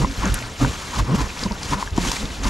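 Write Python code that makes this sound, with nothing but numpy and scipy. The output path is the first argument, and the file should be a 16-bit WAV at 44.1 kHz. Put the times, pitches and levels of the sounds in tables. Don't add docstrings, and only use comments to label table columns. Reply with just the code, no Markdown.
import sys
import numpy as np
from scipy import signal
from scipy.fft import rfft, irfft, next_fast_len
from scipy.io import wavfile
from scipy.ndimage import uniform_filter1d, map_coordinates

SR = 44100
rng = np.random.default_rng(int(sys.argv[2]) if len(sys.argv) > 2 else 0)


def makeup_ratio(level_db):
    decades = np.asarray(level_db, float) / 20
    return 10 ** decades


def transcribe(signal):
    frames = np.atleast_2d(signal).T
    limited = np.clip(frames, -1, 1)
    pcm = np.round(limited * 32767).astype(np.int16)
    wavfile.write(sys.argv[1], SR, pcm)


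N = 110117
T = np.arange(N) / SR


def unit(x):
    return x / np.sqrt(np.mean(x ** 2) + 1e-20)


def along(points, hz):
    f, v = np.transpose(points)
    return np.interp(np.log(hz + 1), np.log(f + 1), v)


def wobble(rate_hz):
    knots = rng.standard_normal(int(N * rate_hz / SR) + 4)
    return map_coordinates(knots, [T * rate_hz])


def filtered(x, response):
    m = next_fast_len(N + SR // 4)
    return irfft(rfft(x, m) * response(np.fft.rfftfreq(m, 1 / SR)), m)[..., :N]


def coloured(x, spectrum):
    return unit(filtered(x, lambda hz: makeup_ratio(along(spectrum, hz))))


def noise(spectrum):
    return coloured(rng.standard_normal(N), spectrum)


def bump(centre_s, length_s, fall=1):
    u = (T - centre_s) / (0.77 * length_s)
    u = np.where(u > 0, u / fall, u)
    return np.cos(np.pi / 2 * np.clip(u, -1, 1)) ** 2


def effort(rows, fall=1):
    return np.sqrt(sum((makeup_ratio(r[2]) * bump(r[0], r[1], fall)) ** 2 for r in rows))


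def ticks(rate_hz, spread_db):
    hits = rng.random(N) < rate_hz / SR
    size = makeup_ratio(spread_db * np.minimum(rng.exponential(1, N), 3))
    return hits * size * rng.choice([-1, 1], N)


# (centre [s], length [s], rustle [dB], rumble [dB])
LULL_ROWS = [
    (0.087, 0.066, 0.5, -2),
    (0.176, 0.054, 1.5, -9),
    (0.518, 0.097, -1.5, 3),
    (.83, 0.14, -1, -2),
    (1.09, .12, -1, 0),
    (1.345, 0.096, 1, -2.5),
    (1.516, 0.29, -1, 2.5),
    (1.916, .1, -4, -10),
    (2.398, 0.035, -4, -3),
]


def lull(column):
    return makeup_ratio(sum(r[column] * bump(r[0], r[1]) for r in LULL_ROWS))


def crackle(spectrum, grain_share):
    cracks = ticks(rate_hz=5000, spread_db=2.5)
    z = signal.stft(rng.standard_normal(N), nperseg=256)[2]
    patches = uniform_filter1d(rng.standard_normal(z.shape), size=6, axis=0)
    patches = uniform_filter1d(patches, size=5, axis=1)
    rustle = signal.istft(z * makeup_ratio(3.95 * unit(patches)), nperseg=256)[1][:N]
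    mix = np.sqrt(grain_share) * unit(cracks) + np.sqrt(1 - grain_share) * unit(rustle)
    return coloured(mix, spectrum)


# (centre [s], length [s], level [dB])
LEAF_SWELLS = [(0, 0.084, -29.5), (.24, 0.36, -34.5), (.285, 0.013, -32.5), (.35, 0.027, -32),
               (.39, 0.066, -38), (.625, 0.074, -30.5), (.68, 0.21, -33.5), (.83, 0.18, -35),
               (.95, 0.11, -31.5), (.992, 0.028, -28.5), (1.158, 0.034, -30), (1.207, 0.059, -30),
               (1.26, 0.2, -39), (1.4, 0.1, -33.5), (1.435, 0.062, -31.5), (1.645, 0.11, -33),
               (1.695, 0.047, -31.5), (1.725, 0.054, -27.5), (1.81, 0.061, -32.5), (1.87, 0.071, -41.5),
               (1.978, 0.045, -32.5), (2.01, 0.045, -30), (2.075, 0.13, -25.5), (2.16, 0.14, -29),
               (2.205, 0.039, -44), (2.3, 0.31, -39.5), (2.445, 0.024, -31), (2.468, 0.073, -27.5)]
# (frequency [Hz], density [dB per Hz])
CRUNCH_SPECTRUM = [(240, -5.5), (400, -15), (602, -19.5), (935, -7.5), (1350, -10.5), (7350, -14),
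                   (11800, -25), (13800, -35.5), (15000, -62)]
# (frequency [Hz], density [dB per Hz])
BED_SPECTRUM = [(240, -53), (400, -6), (978, -2), (1910, -6), (7130, -12), (12100, -19.5), (13500, -29),
                (15000, -74)]


def leaves():
    bed_db, fizz_hz, fizz_full_db = -36, 8100, -21
    crunch = effort(LEAF_SWELLS, 1.23) * makeup_ratio(1.3 * wobble(90)) * crackle(CRUNCH_SPECTRUM, 0.64)
    treble = filtered(crunch, lambda hz: 1 / (1 + (fizz_hz / (hz + 1)) ** 8))
    fizz = effort(LEAF_SWELLS) / makeup_ratio(fizz_full_db) * treble
    bed = lull(column=2) * makeup_ratio(bed_db + 0.29 * wobble(6.9)) * crackle(BED_SPECTRUM, 0.41)
    return crunch + fizz + bed


def swings(rows, overtone_db, wander):
    overtone_full_hz = 125
    out = np.zeros(N)
    phases = rng.normal(0, 0.56, 40)
    drift_s = np.cumsum(1 + wander * wobble(30)) / SR
    for (centre_s, length_s, db, hz), phase in zip(rows, phases):
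        turn = 2 * np.pi * hz * (drift_s - np.interp(centre_s, T, drift_s))
        overtone = makeup_ratio(overtone_db) * min(1, overtone_full_hz / hz) ** 2
        cycle = np.cos(turn) + overtone * np.cos(2 * turn + phase)
        out += makeup_ratio(db + 3) * bump(centre_s, length_s) * cycle
    return out


# (centre [s], length [s], level [dB], pitch [Hz])
TYRE_THUMPS = [(.02, 0.089, -19, 43.5), (.195, 0.05, -25, 35), (.25, 0.091, -25, 54.3),
               (.322, 0.1, -22, 48.6), (.64, 0.086, -22.5, 42.6), (.7, 0.03, -26, 60.4),
               (.1, 0.038, -26, 44.7), (.9, 0.056, -35, 39), (.975, 0.038, -28, 69.6),
               (1.033, 0.043, -24.5, 51), (1.012, 0.054, -17, 53.6), (1.16, 0.025, -21, 60),
               (1.225, 0.059, -20.5, 50.4), (1.46, 0.056, -26.5, 55), (1.52, .03, -28.5, 60),
               (1.605, 0.014, -41, 35), (1.66, 0.022, -27.5, 71), (1.73, 0.08, -26.5, 40),
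               (1.865, 0.054, -30.5, 45), (1.926, 0.023, -21, 45), (1.96, 0.075, -23.5, 42),
               (2.03, 0.076, -28.5, 39.6), (2.085, 0.043, -25, 60), (2.245, 0.039, -23, 35),
               (2.305, .05, -39, 30.2), (2.405, 0.054, -25.5, 44.5), (2.467, 0.057, -20.5, 41)]


def thumps():
    return swings(TYRE_THUMPS, overtone_db=-7.5, wander=0.14)


# (frequency [Hz], density [dB per Hz])
ROLL_SPECTRUM = [(12, -32), (20, -5), (60, -0.5), (97, -10.5), (203, -11.5), (348, -17.5), (500, -21),
                 (650, -28), (1100, -120)]


def rumble():
    roll_db, after_thump_db, wobble_db = -35, -9.5, 1.8
    level = makeup_ratio(roll_db) * lull(column=3) + makeup_ratio(after_thump_db) * effort(TYRE_THUMPS, 1.3)
    return level * makeup_ratio(wobble_db * wobble(12.0)) * noise(ROLL_SPECTRUM)


# (centre [s], length [s], level [dB], pitch [Hz])
FRAME_SHUDDERS = [(.01, 0.057, -19.5, 135.5), (.015, 0.043, -30, 279), (.042, 0.022, -19.5, 183),
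                  (.085, 0.1, -33.5, 265), (.19, 0.028, -29.5, 103), (.245, 0.018, -23.5, 287),
                  (.27, 0.048, -22, 189), (.33, 0.04, -30, 130), (.638, 0.061, -16.5, 122),
                  (.632, 0.046, -19.5, 275.5), (.645, 0.076, -29, 193), (.675, 0.03, -21.5, 135),
                  (.975, 0.018, -29, 204), (1.0, 0.027, -24.5, 138), (1.1035, 0.053, -20.5, 125),
                  (1.132, 0.032, -17, 165), (1.125, .06, -25, 271.6), (1.149, 0.015, -14, 209),
                  (1.19, 0.045, -23.5, 143.4), (1.213, 0.016, -22, 289), (1.432, 0.012, -26, 222),
                  (1.464, 0.023, -19.5, 199), (1.518, 0.027, -24.5, 207), (1.64, .03, -38, 177),
                  (1.733, 0.044, -24, 140), (1.73, 0.032, -29, 282), (1.78, 0.054, -30.5, 201),
                  (1.9835, 0.0054, -8.5, 224), (2.02, 0.1, -29.5, 173), (2.07, 0.038, -28.5, 260),
                  (2.22, 0.06, -32.5, 200), (2.21, 0.012, -47, 408), (2.463, 0.014, -21, 226),
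                  (2.455, 0.08, -31, 276)]
# (frequency [Hz], density [dB per Hz])
GRIT_SPECTRUM = [(60, -41), (110, -12), (280, -8), (400, -14.5), (520, -11.5), (9000, -86)]


def shudders():
    grit_db = -9
    grit = makeup_ratio(grit_db) * effort(FRAME_SHUDDERS) * noise(GRIT_SPECTRUM)
    return swings(FRAME_SHUDDERS, overtone_db=-6.5, wander=0.026) + grit


# (centre [s], length [s], level [dB], resonance [Hz])
MOUNT_RATTLES = [(0.025, 0.042, -28.5, 1030), (0.238, 0.06, -25, 996), (0.271, 0.092, -29, 1390),
                 (0.37, 0.079, -34, 1460), (0.622, 0.039, -27.5, 1100), (0.955, 0.072, -31.5, 1010),
                 (1.15, 0.2, -30.5, 1020), (1.209, 0.033, -29.5, 1000), (1.432, 0.026, -32, 1130),
                 (1.793, 0.064, -31, 950), (0.998, 0.028, -24.5, 1020), (1.734, 0.033, -21.5, 995),
                 (2.462, 0.076, -28.5, 1020)]


def rattle():
    muffle_hz, width = 3000, 0.24
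    taps = ticks(rate_hz=2500, spread_db=3)
    out = np.zeros(N)
    for centre_s, length_s, db, hz in MOUNT_RATTLES:
        def hollow(f):
            resonance = 1j * f / (hz * hz - f * f + 1j * f * hz * width)
            muffle = 1 / (1 + 1j * f / muffle_hz) ** 2
            low_cut = f / (f - 1j * hz)
            return resonance * muffle * low_cut
        out += makeup_ratio(db) * bump(centre_s, length_s) * unit(filtered(taps, hollow))
    return out


# (time [s], peak level [dB], pitch [Hz], t60 [s])
MOUNT_KNOCKS = [(0.046, -8, 1030, 0.021), (0.6475, -10, 960, 0.015), (1.461, -21, 980, 0.035),
                (1.51, -23, 938, 0.062), (1.826, -9, 1025, 0.017), (1.875, -19.5, 1640, 0.016),
                (.603, -19.5, 715, 0.021), (.418, -25.5, 617, 0.028), (1.977, -15.5, 1014, 0.035),
                (1.981, -22.5, 938, 0.067), (2.116, -12.5, 980, 0.019), (.6478, -9.5, 1500, 0.012),
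                (1.9822, -14.5, 704, 0.021)]


def knocks():
    knock_db, click_db, click_top_hz, upper_ratio = 1.5, -5.5, 2600, 1.96
    out, t = np.zeros(N + SR), np.arange(SR // 16) / SR
    f = np.fft.rfftfreq(len(t), 1 / SR)
    for s, db, hz, t60_s in MOUNT_KNOCKS:
        upper = np.sin(2 * np.pi * hz * upper_ratio * t + rng.random() * 6)
        ring = np.sin(2 * np.pi * hz * t) + makeup_ratio(-7.5 - 60 * t / 0.011) * upper
        ring = makeup_ratio(-60 * t / t60_s) * (1 - np.exp(-t / 0.00073)) * ring
        spectrum = rfft(rng.standard_normal(len(t))) / (1 + (f / click_top_hz) ** 4)
        click = makeup_ratio(click_db - 60 * t / 0.0017) * 0.28 * unit(irfft(spectrum, len(t)))
        click = (1 - np.exp(-t / 0.00017)) ** 2 * click
        out[round(s * SR):][:len(t)] += makeup_ratio(db + knock_db) * (ring + click)
    return out[:N]


def fractures(rows, broad, t60_s):
    gain_db = -1
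    out, t = np.zeros(N + SR), np.arange(SR // 16) / SR
    f = np.fft.rfftfreq(len(t), 1 / SR)
    for s, db, hz, width in rows:
        peak = np.exp(-(np.log((f + 1) / hz) / width) ** 2)
        shape = (broad / (1 + (f / 7500) ** 6) + peak) * (f > 1500)
        tone = unit(irfft(rfft(rng.standard_normal(len(t))) * shape, len(t)))
        envelope = makeup_ratio(db + gain_db - 60 * t / t60_s) * (1 - np.exp(-t / 0.00016))
        out[round(s * SR):][:len(t)] += envelope * tone
    return out[:N]


# (time [s], peak level [dB], pitch [Hz], width [log pitch])
LEAF_CRACKS = [(.0965, -33, 8900, .25), (.1126, -25.5, 4500, .4), (.255, -18.5, 6500, 0.22),
               (0.2756, -19, 4970, .6), (.301, -22.5, 3500, 0.46), (0.3235, -24, 4600, 0.26),
               (.389, -27, 6000, .3), (.425, -19, 1990, 0.24), (1.1447, -25, 4000, 0.48),
               (1.1958, -26, 3500, .5), (1.3032, -19, 2600, 0.18), (1.373, -22, 2200, .2),
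               (1.393, -23, 4900, 0.18), (1.5205, -22.5, 4870, .25), (1.6945, -21.5, 5820, 0.34),
               (1.876, -30, 4500, 0.42), (1.906, -29, 5200, 0.23), (1.9629, -26, 6130, .2),
               (2.0168, -19, 4200, 0.22), (2.164, -22, 4500, .3), (2.192, -30, 2500, .4),
               (2.255, -22.5, 3650, .05), (2.435, -27, 6500, .25)]


def leaf_cracks():
    return fractures(LEAF_CRACKS, broad=0.12, t60_s=0.0097)


def hum():
    hum_db, pitch_hz = -34, 118
    return makeup_ratio(hum_db) * bump(0.43, 0.22) * np.sin(2 * np.pi * pitch_hz * T + 1.2 * wobble(21))


# (time [s], peak level [dB], pitch [Hz], width [log pitch])
TWIG_SNAPS = [(0.3417, -10.5, 10100, 0.23), (1.4357, -15.5, 4550, 0.12), (1.6316, -20, 5670, 0.42),
              (1.977, -19, 7060, 0.035), (2.1163, -12.5, 5500, 0.72), (2.4432, -21.5, 4780, 0.34)]


def twig_snaps():
    return fractures(TWIG_SNAPS, broad=0.3, t60_s=0.015)


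# (frequency [Hz], correlation [0-1])
PORT_LIKENESS = [(40, .8), (200, .99), (600, .985), (1400, .9), (3200, .8), (4300, .994), (6300, .994),
                 (8500, .9), (13000, .5)]
# (frequency [Hz], level [dB])
LEFT_OVER_RIGHT = [(40, -2), (150, 0), (500, 1.2), (1300, 3.5), (3000, 0), (6500, 0), (9000, 2.8),
                   (13000, 1.5)]
# (frequency [Hz], phase [rad])
LEFT_LEAD = [(700, 0), (1210, -.8), (2200, -.7), (3900, 0)]


def ports(x):
    z = signal.stft(x, nperseg=512)[2]
    scatter = signal.istft(z * np.exp(2j * np.pi * rng.random(z.shape)), nperseg=512)[1][:N]
    scatter = np.roll(unit(scatter) * np.std(x), SR // 250)

    def split(hz):
        angle = np.arccos(along(PORT_LIKENESS, hz)) / 2
        return np.array([np.cos(angle), np.sin(angle)])

    def skew(hz):
        left = makeup_ratio(along(LEFT_OVER_RIGHT, hz) / 2) * np.exp(.5j * along(LEFT_LEAD, hz))
        return np.array([left, 1 / left])

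    mid, side = filtered(np.array([x, scatter]), split)
    return filtered(np.array([mid + side, mid - side]), skew)


def scene():
    ground = leaves() + thumps() + rumble() + leaf_cracks() + twig_snaps()
    bike = shudders() + rattle() + knocks() + hum()
    return ports(ground + bike)


def top_cut(x):
    return signal.sosfilt(signal.butter(12, 15140, fs=SR, output="sos"), x)


def record(dry):
    low_cut_hz, shelf_hz, shelf_db, top_hz = 16, 7610, -5, 15100

    def response(hz):
        low_cut = hz ** 2 / (hz ** 2 + low_cut_hz ** 2)
        shelf = makeup_ratio(shelf_db / (1 + (shelf_hz / (hz + 1)) ** 40))
        return low_cut * shelf * (hz < top_hz)

    return top_cut(filtered(dry, response))


dry = scene()
out = record(dry)
transcribe(out)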